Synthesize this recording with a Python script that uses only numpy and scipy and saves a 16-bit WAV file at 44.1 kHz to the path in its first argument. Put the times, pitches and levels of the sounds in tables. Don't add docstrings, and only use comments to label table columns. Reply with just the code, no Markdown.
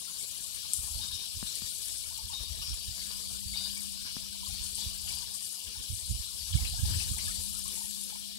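import sys
import numpy as np
from scipy import signal
from scipy.io import wavfile
from scipy.ndimage import uniform_filter1d

SR = 44100
rng = np.random.default_rng(int(sys.argv[2]) if len(sys.argv) > 2 else 0)


def pcm_store(signal):
    levels = np.round(np.clip(np.atleast_2d(signal), -1, 1) * 32767)
    wavfile.write(sys.argv[1], SR, levels.astype(np.int16).T)


N = 369558
TIME_S = np.arange(N) / SR


def gain_of(db):
    return 10 ** (np.asarray(db) / 20)


def unit_rms(x):
    return x / np.sqrt(np.mean(x ** 2) + 1e-20)


def column(table, index, at, warp=np.asarray):
    rows = np.array(table, float)
    return np.interp(warp(at), warp(rows[:, 0]), rows[:, index])


def add(mix, start_s, sound):
    part = mix[round(start_s * SR):][:len(sound)]
    part += sound[:len(part)]


def wobble(shape):
    return unit_rms(uniform_filter1d(uniform_filter1d(rng.standard_normal(shape), size=700), size=700))


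def band_noise(size, hz, width_hz):
    carrier = np.exp(2j * np.pi * hz * np.arange(size) / SR)
    pole = np.exp(-np.pi * width_hz / SR)
    shifted = rng.standard_normal(size) / carrier
    smoothed = signal.lfilter([(1 - pole) ** 2], [1, -2 * pole, pole ** 2], shifted)
    return 2 * (carrier * smoothed).real


def tone(hz, width_hz, size, fuzz):
    narrow = band_noise(size + SR // 4, hz, width_hz)[SR // 4:]
    envelope = np.sqrt(abs(uniform_filter1d(narrow ** 2, size=400)) + 1e-20)
    return unit_rms(narrow / envelope ** (1 - fuzz))


def bubble(hz, t60_s, glide, swell_s, phase_rad=0):
    t = np.arange(round(t60_s * SR)) / SR
    pulsing = np.sin(2 * np.pi * hz * t * (1 + glide * t / t60_s) + phase_rad)
    return pulsing * gain_of(-60 * t / t60_s) * (1 - np.exp(-t / swell_s))


def water(colour, level_db, lead_ms, phase_rad, patch_db, flicker_db, drops_per_s, drop_share, frame=256):
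    drops = gain_of(2.9 * np.minimum(rng.exponential(1, N), 5)) * (rng.random(N) < drops_per_s / SR)
    source = np.sqrt(1 - drop_share) * rng.standard_normal((2, N))
    source += np.sqrt(drop_share) * unit_rms(drops * rng.choice([-1., 1.], N))
    framing = dict(nperseg=frame, noverlap=frame * 3 // 4)
    hz, t, (left, other) = signal.stft(source, SR, **framing)
    patches = uniform_filter1d(rng.standard_normal(left.shape), size=4, axis=0)
    patches = unit_rms(uniform_filter1d(patches, size=24, axis=1))
    flicker = unit_rms(uniform_filter1d(rng.standard_normal(len(t)), size=9))
    left_db, right_db, likeness = (column(colour, k, hz + 1, np.log)[:, None] for k in (1, 2, 3))
    lead = np.exp(1j * (2 * np.pi * hz * lead_ms / 1000 + phase_rad))[:, None]
    right = likeness * lead * left + np.sqrt(1 - likeness ** 2) * other
    spectrum = np.array([left * gain_of(left_db), right * gain_of(right_db)])
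    spectrum *= gain_of(patch_db * patches + flicker_db * flicker)
    out = signal.istft(spectrum, SR, **framing)[1][:, :N]
    return out / np.std(out[0]) * gain_of(level_db)


# start in seconds, lift of the gurgle in dB.
SURGE_LIFTS = [(.07, 2), (.56, 5), (.995, 4.5), (1.11, 5.5), (1.459, 8), (2.32, 5.5), (2.61, 7.5),
               (2.94, 3.5), (3.1, 5), (3.55, 9), (4.045, 7), (4.499, 4.5), (4.772, 8), (5.068, 7),
               (5.661, 4), (6.531, 9), (6.85, 10), (6.979, 10), (7.18, 8), (7.65, 5), (8.109, 3)]

def surges(rise_s=0.005, fall_s=0.28):
    t = TIME_S[::32]
    corners_s = [0, rise_s, rise_s + fall_s]
    lifts_db = [np.interp(t - start_s, corners_s, [0, db, 0]) for start_s, db in SURGE_LIFTS]
    return np.interp(TIME_S, t, np.max(lifts_db, axis=0))


# frequency in Hz, left and right relative level in dB, left-right likeness from 0 to 1.
GURGLE_COLOUR = [(218, -67.5, -81, 1), (350, -81.5, -82, 0.52), (476, -73.5, -77.5, 0.21),
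                 (620, -82.5, -76.5, 0.92), (850, -78, -83.5, 0.98), (960, -73.5, -77, 0.2),
                 (1100, -78.5, -81.5, 0), (1250, -86, -76, 0.45), (1434, -76, -79.5, 1),
                 (1690, -76, -75, 0.44), (2060, -79, -80, 1), (2300, -71, -76, 0.85),
                 (2670, -84.5, -83.5, 0.2)]

def gurgle(lift_db):
    return water(GURGLE_COLOUR, -55.5 + lift_db, lead_ms=0, phase_rad=3.34,
                 patch_db=3.5, flicker_db=2.5, drops_per_s=350, drop_share=0.041, frame=512)


# frequency in Hz, left and right relative level in dB, left-right likeness from 0 to 1.
SPLASH_COLOUR = [(2110, -106.5, -105.5, 0.097), (2330, -76, -68.5, 0.092), (2856, -70, -82, 0.56),
                 (2950, -59.5, -60, 0.17), (3100, -66, -82, .15), (3350, -60.5, -88, .2),
                 (3410, -64, -71, 0.15), (4200, -60, -69.5, 0.16), (4900, -58.5, -68.5, .2),
                 (6080, -64.5, -82, 0.45), (5900, -68.5, -84, .12), (7900, -80.5, -80, .12)]
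# time in seconds, level in dB before trim and surges.
SPLASH_SWELL = [(0.0, -40.5), (1.2, -38), (2.2, -38.5), (3.4, -39.5), (4.7, -37.5), (5.5, -40), (6.3, -39),
                (7.0, -37), (8.37, -40.5)]

def splash(lift_db, trim_db=-2.12):
    level_db = column(SPLASH_SWELL, 1, TIME_S) + lift_db + trim_db
    return water(SPLASH_COLOUR, level_db, lead_ms=0.461, phase_rad=1.57,
                 patch_db=2, flicker_db=-0.23, drops_per_s=810, drop_share=0.12)


# frequency in Hz, left and right relative level in dB, left-right likeness from 0 to 1.
SPRAY_COLOUR = [(5000, -106.5, -105, 0.043), (5400, -70, -78.5, 0.13), (7530, -58, -73.5, 0.12),
                (8940, -58, -72, 0.11), (11300, -61, -71.5, 0.087), (11900, -65, -85, 0.21),
                (14300, -74.5, -81, 0.089), (14200, -87, -106, 0.07), (15700, -73, -88, 0.11)]
# time in seconds, left level in dB.
SPRAY_SWELL = [(0.0, -39), (0.2, -36.5), (0.7, -39.5), (0.74, -30), (0.82, -34), (1.2, -39), (1.89, -35),
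               (2.39, -41.5), (2.64, -40.5), (3.17, -37), (3.56, -39), (3.83, -37), (4.01, -42), (4.4, -42),
               (4.48, -36), (4.58, -41), (4.66, -36), (4.78, -35.5), (5.0, -39.5), (5.11, -34.5),
               (5.28, -42.5), (5.35, -35), (5.4, -39), (5.44, -35.5), (5.7, -42), (6.03, -37), (6.35, -39),
               (6.58, -35), (6.77, -37.5), (7.0, -34), (8.02, -35.5), (8.37, -44.5)]

def spray():
    return water(SPRAY_COLOUR, column(SPRAY_SWELL, 1, TIME_S), lead_ms=0.1, phase_rad=-1.1,
                 patch_db=2, flicker_db=1.14, drops_per_s=300, drop_share=0.065)


def patter(lift_db, base_db=-50.5, drops_per_s=300, ring_cycles=39):
    drops = gain_of(3.5 * np.minimum(rng.exponential(1, N), 3)) * (rng.random(N) < drops_per_s / SR)
    pitches_hz = np.geomspace(3217, 5480, 8)
    kind = rng.integers(0, len(pitches_hz), N)
    rings = [bubble(hz, ring_cycles / hz, glide=0.035, swell_s=0.0011) for hz in pitches_hz]
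    out = sum(signal.oaconvolve(drops * (kind == k), ring)[:N] for k, ring in enumerate(rings))
    return unit_rms(out) * gain_of(base_db + lift_db) * [[1], [-gain_of(-13)]]


# time in seconds, level at both ports in dB.
BREEZE_SWELL = [(0.0, -60), (.29, -56), (.6, -53), (.8, -54), (1.5, -54.5), (2.0, -51), (2.6, -52),
                (3.6, -50.5), (4.2, -52), (5.1, -48.5), (5.5, -64), (6.3, -51.5), (6.9, -45), (7.5, -46),
                (7.8, -53), (8.37, -55)]
# peak time in seconds, peak level in dB, port ("left" or "right").
PORT_BUFFETS = [(.79, -41, "right"), (.84, -36.5, "right"), (.91, -39, "right"), (0.956, -33.5, "right"),
                (1.02, -43, "left"), (1.1, -41.5, "right"), (1.14, -42, "right"), (1.368, -34.5, "right"),
                (1.43, -43, "left"), (1.635, -43.5, "left"), (2.248, -39.5, "right"), (2.33, -50, "left"),
                (2.408, -35.5, "left"), (2.515, -33, "left"), (2.6, -36, "right"), (2.707, -27.5, "right"),
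                (2.889, -32.5, "right"), (3.33, -38.5, "right"), (3.459, -37, "right"),
                (3.52, -39.5, "right"), (4.511, -35.5, "left"), (4.6, -38, "right"), (4.87, -35, "right"),
                (5.07, -46, "right"), (5.67, -44, "left"), (5.7, -50, "right"), (5.779, -37.5, "right"),
                (5.918, -27.5, "right"), (6.039, -40, "right"), (6.113, -24, "right"),
                (6.178, -33.5, "right"), (6.43, -39, "left"), (6.51, -36, "right"), (6.556, -18.5, "right"),
                (6.628, -24, "right"), (6.69, -41, "left"), (6.68, -33, "right"), (6.735, -30, "right"),
                (6.799, -26, "right"), (6.837, -24.5, "right"), (6.865, -27, "left"),
                (6.895, -29.5, "right"), (6.913, -26.5, "left"), (6.961, -25.5, "left"),
                (6.965, -29.5, "right"), (7.035, -36, "left"), (7.05, -37, "right"), (7.112, -27, "right"),
                (7.14, -36, "right"), (7.261, -32, "right"), (7.38, -36.5, "right")]

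def wind_db(t, rise_db_per_s=496, fall_db_per_s=342):
    power = np.tile(gain_of(2 * column(BREEZE_SWELL, 1, t)), (2, 1))
    for peak_s, db, port in PORT_BUFFETS:
        drop_db = np.maximum(rise_db_per_s * (peak_s - t), fall_db_per_s * (t - peak_s))
        power[int(port == "right")] += gain_of(2 * (db - drop_db))
    return 10 * np.log10(power)


# frequency in Hz, relative level in dB, for light wind.
WIND_COLOUR = [(20, -66), (40, 1.5), (60, 8.5), (90, -1), (130, -12.5), (200, -21), (350, -40.5),
               (700, -73)]

def wind(left_stretch=1.47, right_stretch=0.67, lump_db=1.7):
    framing = dict(nperseg=2048, noverlap=1536)
    hz, t, spectrum = signal.stft(rng.standard_normal((2, N)), SR, **framing)
    frame_db = wind_db(t)
    shared = np.clip(0.9 - (frame_db.max(0) + 52.5) / 12, 0, 0.95)
    spectrum[1] = np.sqrt(1 - shared ** 2) * spectrum[1] - shared * spectrum[0]
    strength = np.clip((frame_db + 35) / 25, 0, 1)
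    stretch = 1 + strength * [[left_stretch], [right_stretch]]
    spectrum *= gain_of(column(WIND_COLOUR, 1, (hz[:, None] + 1) / stretch[:, None, :], np.log))
    rumble = signal.istft(spectrum, SR, **framing)[1][:, :N]
    rumble /= np.sqrt(abs(uniform_filter1d(rumble ** 2, size=3000, axis=1)) + 1e-12)
    steps_s = TIME_S[::64]
    level_db = [np.interp(TIME_S, steps_s, db) for db in wind_db(steps_s)]
    return rumble * gain_of(level_db + lump_db * wobble((2, N)))


# time in seconds, left level of the hum in dB.
HUM_SWELL = [(0.0, -64.5), (0.99, -61), (1.37, -63), (2.1, -61), (3.6, -49.5), (4.56, -53), (5.79, -63.5),
             (7.22, -51.5), (8.37, -48)]

def pump(hum_hz=211.8, octave_hz=423.8):
    hum = tone(hum_hz, width_hz=1.5, size=N, fuzz=0.3)
    blur = gain_of(-8) * tone(hum_hz, width_hz=50, size=N, fuzz=1)
    octave = gain_of(-73) * tone(octave_hz, width_hz=8, size=N, fuzz=0.7)
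    swell = gain_of(column(HUM_SWELL, 1, TIME_S))
    return (hum + blur) * swell * [[1], [-gain_of(-6)]] + octave * [[1], [-gain_of(-5.5)]]


# start in seconds, level in dB, starting pitch in Hz.
CLEAR_PLOPS = [(0.076, -39, 1330), (.207, -37, 2200), (.313, -50, 1335), (.651, -38, 860), (.838, -41, 840),
               (.878, -41, 806), (.995, -34.5, 860), (1.186, -42, 750), (1.559, -38, 1890),
               (2.037, -36, 2220), (2.109, -35, 900), (2.187, -32, 870), (2.298, -32, 950),
               (2.329, -29.5, 833), (2.616, -35, 1180), (3.017, -36, 2110), (3.536, -28, 2160),
               (3.545, -42, 1510), (3.553, -35, 880), (3.769, -31, 2290), (4.43, -29, 956),
               (4.497, -36, 770), (4.519, -38, 2440), (4.783, -34, 850), (5.059, -41, 775),
               (5.07, -43, 1430), (5.103, -29, 2300), (5.085, -46, 980), (5.17, -35, 970),
               (5.207, -46, 735), (5.316, -43, 820), (5.755, -36.5, 845), (6.573, -30, 2180),
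               (6.586, -33, 774), (6.6, -46, 1680), (6.625, -40, 840), (6.733, -33, 740),
               (6.785, -34, 1600), (6.848, -34, 827), (6.887, -44, 2200), (6.945, -43, 1950),
               (7.013, -34.5, 800), (7.168, -34, 846), (7.276, -28, 1690), (7.282, -33, 1224),
               (7.541, -36, 1260), (7.655, -31, 1050), (7.77, -35.5, 890), (7.809, -32.5, 880),
               (7.84, -40, 810), (8.123, -31, 814), (8.15, -43, 850)]

def plops(port_phase_rad=3.6):
    small = [(when * N / SR, -51 + 9 * size ** 2, 600 * 3.6 ** pitch ** 2)
             for when, pitch, size in rng.random((700, 3))]
    trail = [(start_s + 0.00391 + 0.045 * late, db - 4.5 - 6 * fainter, hz * (0.92 + 0.35 * pitch))
             for start_s, db, hz in CLEAR_PLOPS for late, fainter, pitch in rng.random((2, 3))]
    out = np.zeros((2, N))
    for start_s, db, hz in list(CLEAR_PLOPS) + trail + small:
        t60_s = 0.032 + 0.025 * rng.random()
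        lean_db = 3.5 * np.cos(2 * np.pi * np.log(hz / 850) / np.log(2.7))
        for port, sign, phase_rad in zip(out, (1, -1), (0, port_phase_rad)):
            plop = bubble(hz, t60_s, glide=0.04, swell_s=0.005, phase_rad=phase_rad)
            add(port, start_s, gain_of(db + sign * lean_db / 2) * plop)
    return out


# start in seconds, peak in dB before the port gains.
CLEAR_TICKS = [(.2274, -22), (.5474, -23), (.7346, -5.7), (.738, -15), (.7665, -19), (.775, -19),
               (1.258, -23), (1.4835, -24), (1.5551, -17.5), (1.8841, -22), (2.1021, -23), (3.7783, -22),
               (3.8063, -24), (4.6392, -21), (4.7546, -21), (5.1218, -21), (5.1865, -23), (5.4254, -21.5),
               (5.4485, -22), (6.574, -22), (6.8648, -21), (7.1848, -20), (7.3452, -21), (7.4367, -22),
               (7.5507, -21), (7.6803, -21)]

def ticks(crack_hz=8800, port_gains_db=(-1, -13)):
    out, t = np.zeros((2, N)), np.arange(2000) / SR
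    crack = np.sin(2 * np.pi * crack_hz * t) * t / 0.00024 * np.exp(1 - t / 0.00024)
    body = 0.14 * np.sin(2 * np.pi * 6000 * t) * t / 0.0003 * np.exp(1 - t / 0.0003)
    faint = [(when * N / SR, -32 + 7 * size ** 2) for when, size in rng.random((50, 2))]
    for start_s, db in list(CLEAR_TICKS) + faint:
        for port, port_db in zip(out, port_gains_db):
            tail = unit_rms(band_noise(len(t), crack_hz, width_hz=3800)) * gain_of(-16 - 60 * t / 0.05)
            add(port, start_s, gain_of(db + port_db) * (crack + body + tail))
    return out


def fading_note(modes, length_s, fade_db, fuzz, edge_share, throb_db):
    size = round(length_s * SR)
    chord = sum(gain_of(db) * tone(hz, width_hz, size, fuzz) for hz, width_hz, db in modes)
    shape_db = throb_db[:size] - np.linspace(0, fade_db, size)
    return chord * gain_of(shape_db) * signal.windows.tukey(size, edge_share)


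# start in seconds, length in seconds, level in dB, pitch in Hz, width in Hz.
GLASSY_RINGS = [(0.552, 0.16, -50, 5050, 400), (0.944, 0.13, -41, 4300, 450), (1.01, .1, -41, 4900, 100),
                (1.114, 0.095, -40.5, 5300, 350), (1.46, .14, -42, 4200, 300),
                (1.616, 0.079, -36.5, 4670, 220), (2.319, 0.14, -46, 5340, 120),
                (2.621, .14, -40.5, 4900, 300), (2.615, 0.12, -37, 5500, 500), (2.764, .3, -46, 4650, 200),
                (2.966, 0.16, -42, 4640, 150), (3.105, 0.12, -43, 4900, 220), (3.23, 0.22, -47, 4620, 180),
                (3.352, 0.28, -46, 4960, 150), (3.44, 0.14, -40, 4590, 120), (3.57, 0.079, -32, 4700, 260),
                (3.632, 0.19, -36, 4770, 420), (4.501, 0.27, -40.5, 4400, 500),
                (4.775, 0.079, -42, 4900, 220), (4.774, 0.12, -40.5, 4650, 90), (4.782, .1, -42, 3400, 120),
                (5.081, .14, -38, 4770, 480), (5.33, 0.15, -43, 4870, 250), (5.542, 0.13, -47, 4900, 200),
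                (5.725, 0.14, -45, 5400, 90), (6.4, .1, -42, 4550, 350), (6.664, 0.066, -38.5, 4080, 250),
                (6.672, .08, -41, 4700, 300), (6.849, 0.24, -43, 4800, 350), (6.96, 0.09, -41, 4820, 300),
                (6.96, .12, -42, 5900, 300), (7.19, 0.3, -40.5, 4660, 230)]

def glassy_rings(throb):
    out = np.zeros(N)
    for start_s, length_s, db, hz, width_hz in GLASSY_RINGS:
        ring = fading_note([(hz, width_hz, db)], length_s, fade_db=8, fuzz=1, edge_share=0.15,
                           throb_db=2 * throb[round(start_s * SR):])
        add(out, start_s, ring)
    return out * [[1], [gain_of(-17)]]


# start in seconds, level in dB, centre in Hz.
STONE_SPLATS = [(0.5576, -47, 2970), (1.468, -34, 3700), (2.623, -40, 2920), (4.905, -45, 2980),
                (5.072, -38, 2950), (5.671, -42, 2950), (6.525, -34.5, 3340), (6.6477, -35.5, 2610),
                (6.933, -37, 2840), (6.999, -34.5, 2640), (7.182, -38.5, 2240)]

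def splats(rise_s=0.0014, t60_s=0.15):
    out, t = np.zeros(N), np.arange(2600) / SR
    for start_s, db, hz in STONE_SPLATS:
        burst = unit_rms(band_noise(len(t), hz, width_hz=450))
        add(out, start_s, burst * gain_of(db - 60 * t / t60_s) * (1 - np.exp(-t / rise_s)))
    return out * [[1], [-gain_of(-12)]]


# pitch in Hz, width in Hz, relative level in dB.
WHISTLE_MODES = [(3733, 12, 0), (2962, 60, -15), (3600, 90, -6), (3971, 14, -7), (4330, 40, -11)]
# start in seconds, length in seconds, level in dB, fade in dB, side-tone gain in dB.
WHISTLE_NOTES = [(1.01, .1, -39.5, 3, -8), (1.112, .14, -38.5, 7, -7), (2.328, .17, -36, 11, -5),
                 (3.54, .152, -40, 2, 2), (3.72, .05, -49, 3, -3), (4.775, .15, -50, 4, 9)]

def whistles(throb):
    out = np.zeros(N)
    main, *sides = WHISTLE_MODES
    for start_s, length_s, level_db, fade_db, side_db in WHISTLE_NOTES:
        modes = [main] + [(hz, width_hz, db + side_db) for hz, width_hz, db in sides]
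        note = fading_note(modes, length_s, fade_db, fuzz=0.35, edge_share=0.12,
                           throb_db=0.5 * throb[round(start_s * SR):])
        add(out, start_s, gain_of(level_db) * note)
    return out * [[1], [gain_of(-17)]]


# time of the snap in seconds, level in dB.
LEFT_PORT_THUMPS = [(1.4282, -25.5), (1.6208, -34), (4.052, -39), (4.1672, -28), (6.91, -35)]

def thumps(snap_delay_s=0.0004):
    out, t = np.zeros(N), np.arange(900) / SR
    snap = 0.6 * np.sin(2 * np.pi * 1300 * t) * np.exp(-((t - snap_delay_s) / 0.0005) ** 2)
    swing = -np.sin(2 * np.pi * 200 * t) * np.exp(-t / 0.005)
    for snap_s, db in LEFT_PORT_THUMPS:
        add(out, snap_s - snap_delay_s, gain_of(db) * (snap + swing))
    return out * [[1], [gain_of(-51)]]


def scene():
    surge_db = surges()
    splash_lift_db = 0.35 * surge_db
    fall = gurgle(surge_db) + splash(splash_lift_db) + spray() + patter(splash_lift_db)
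    hits = plops() + splats() + ticks() + thumps()
    throb = wobble(N)
    return fall + hits + whistles(throb) + glassy_rings(throb) + wind() + pump()


def record(dry, low_cut_hz=38, band_limit_hz=15770):
    low_cut = signal.butter(3, low_cut_hz, "high", fs=SR, output="sos")
    band_limit = signal.firwin(511, band_limit_hz, window=("kaiser", 9), fs=SR)
    return signal.oaconvolve(signal.sosfilt(low_cut, dry), band_limit[None], "same")


dry = scene()
out = record(dry)
pcm_store(out)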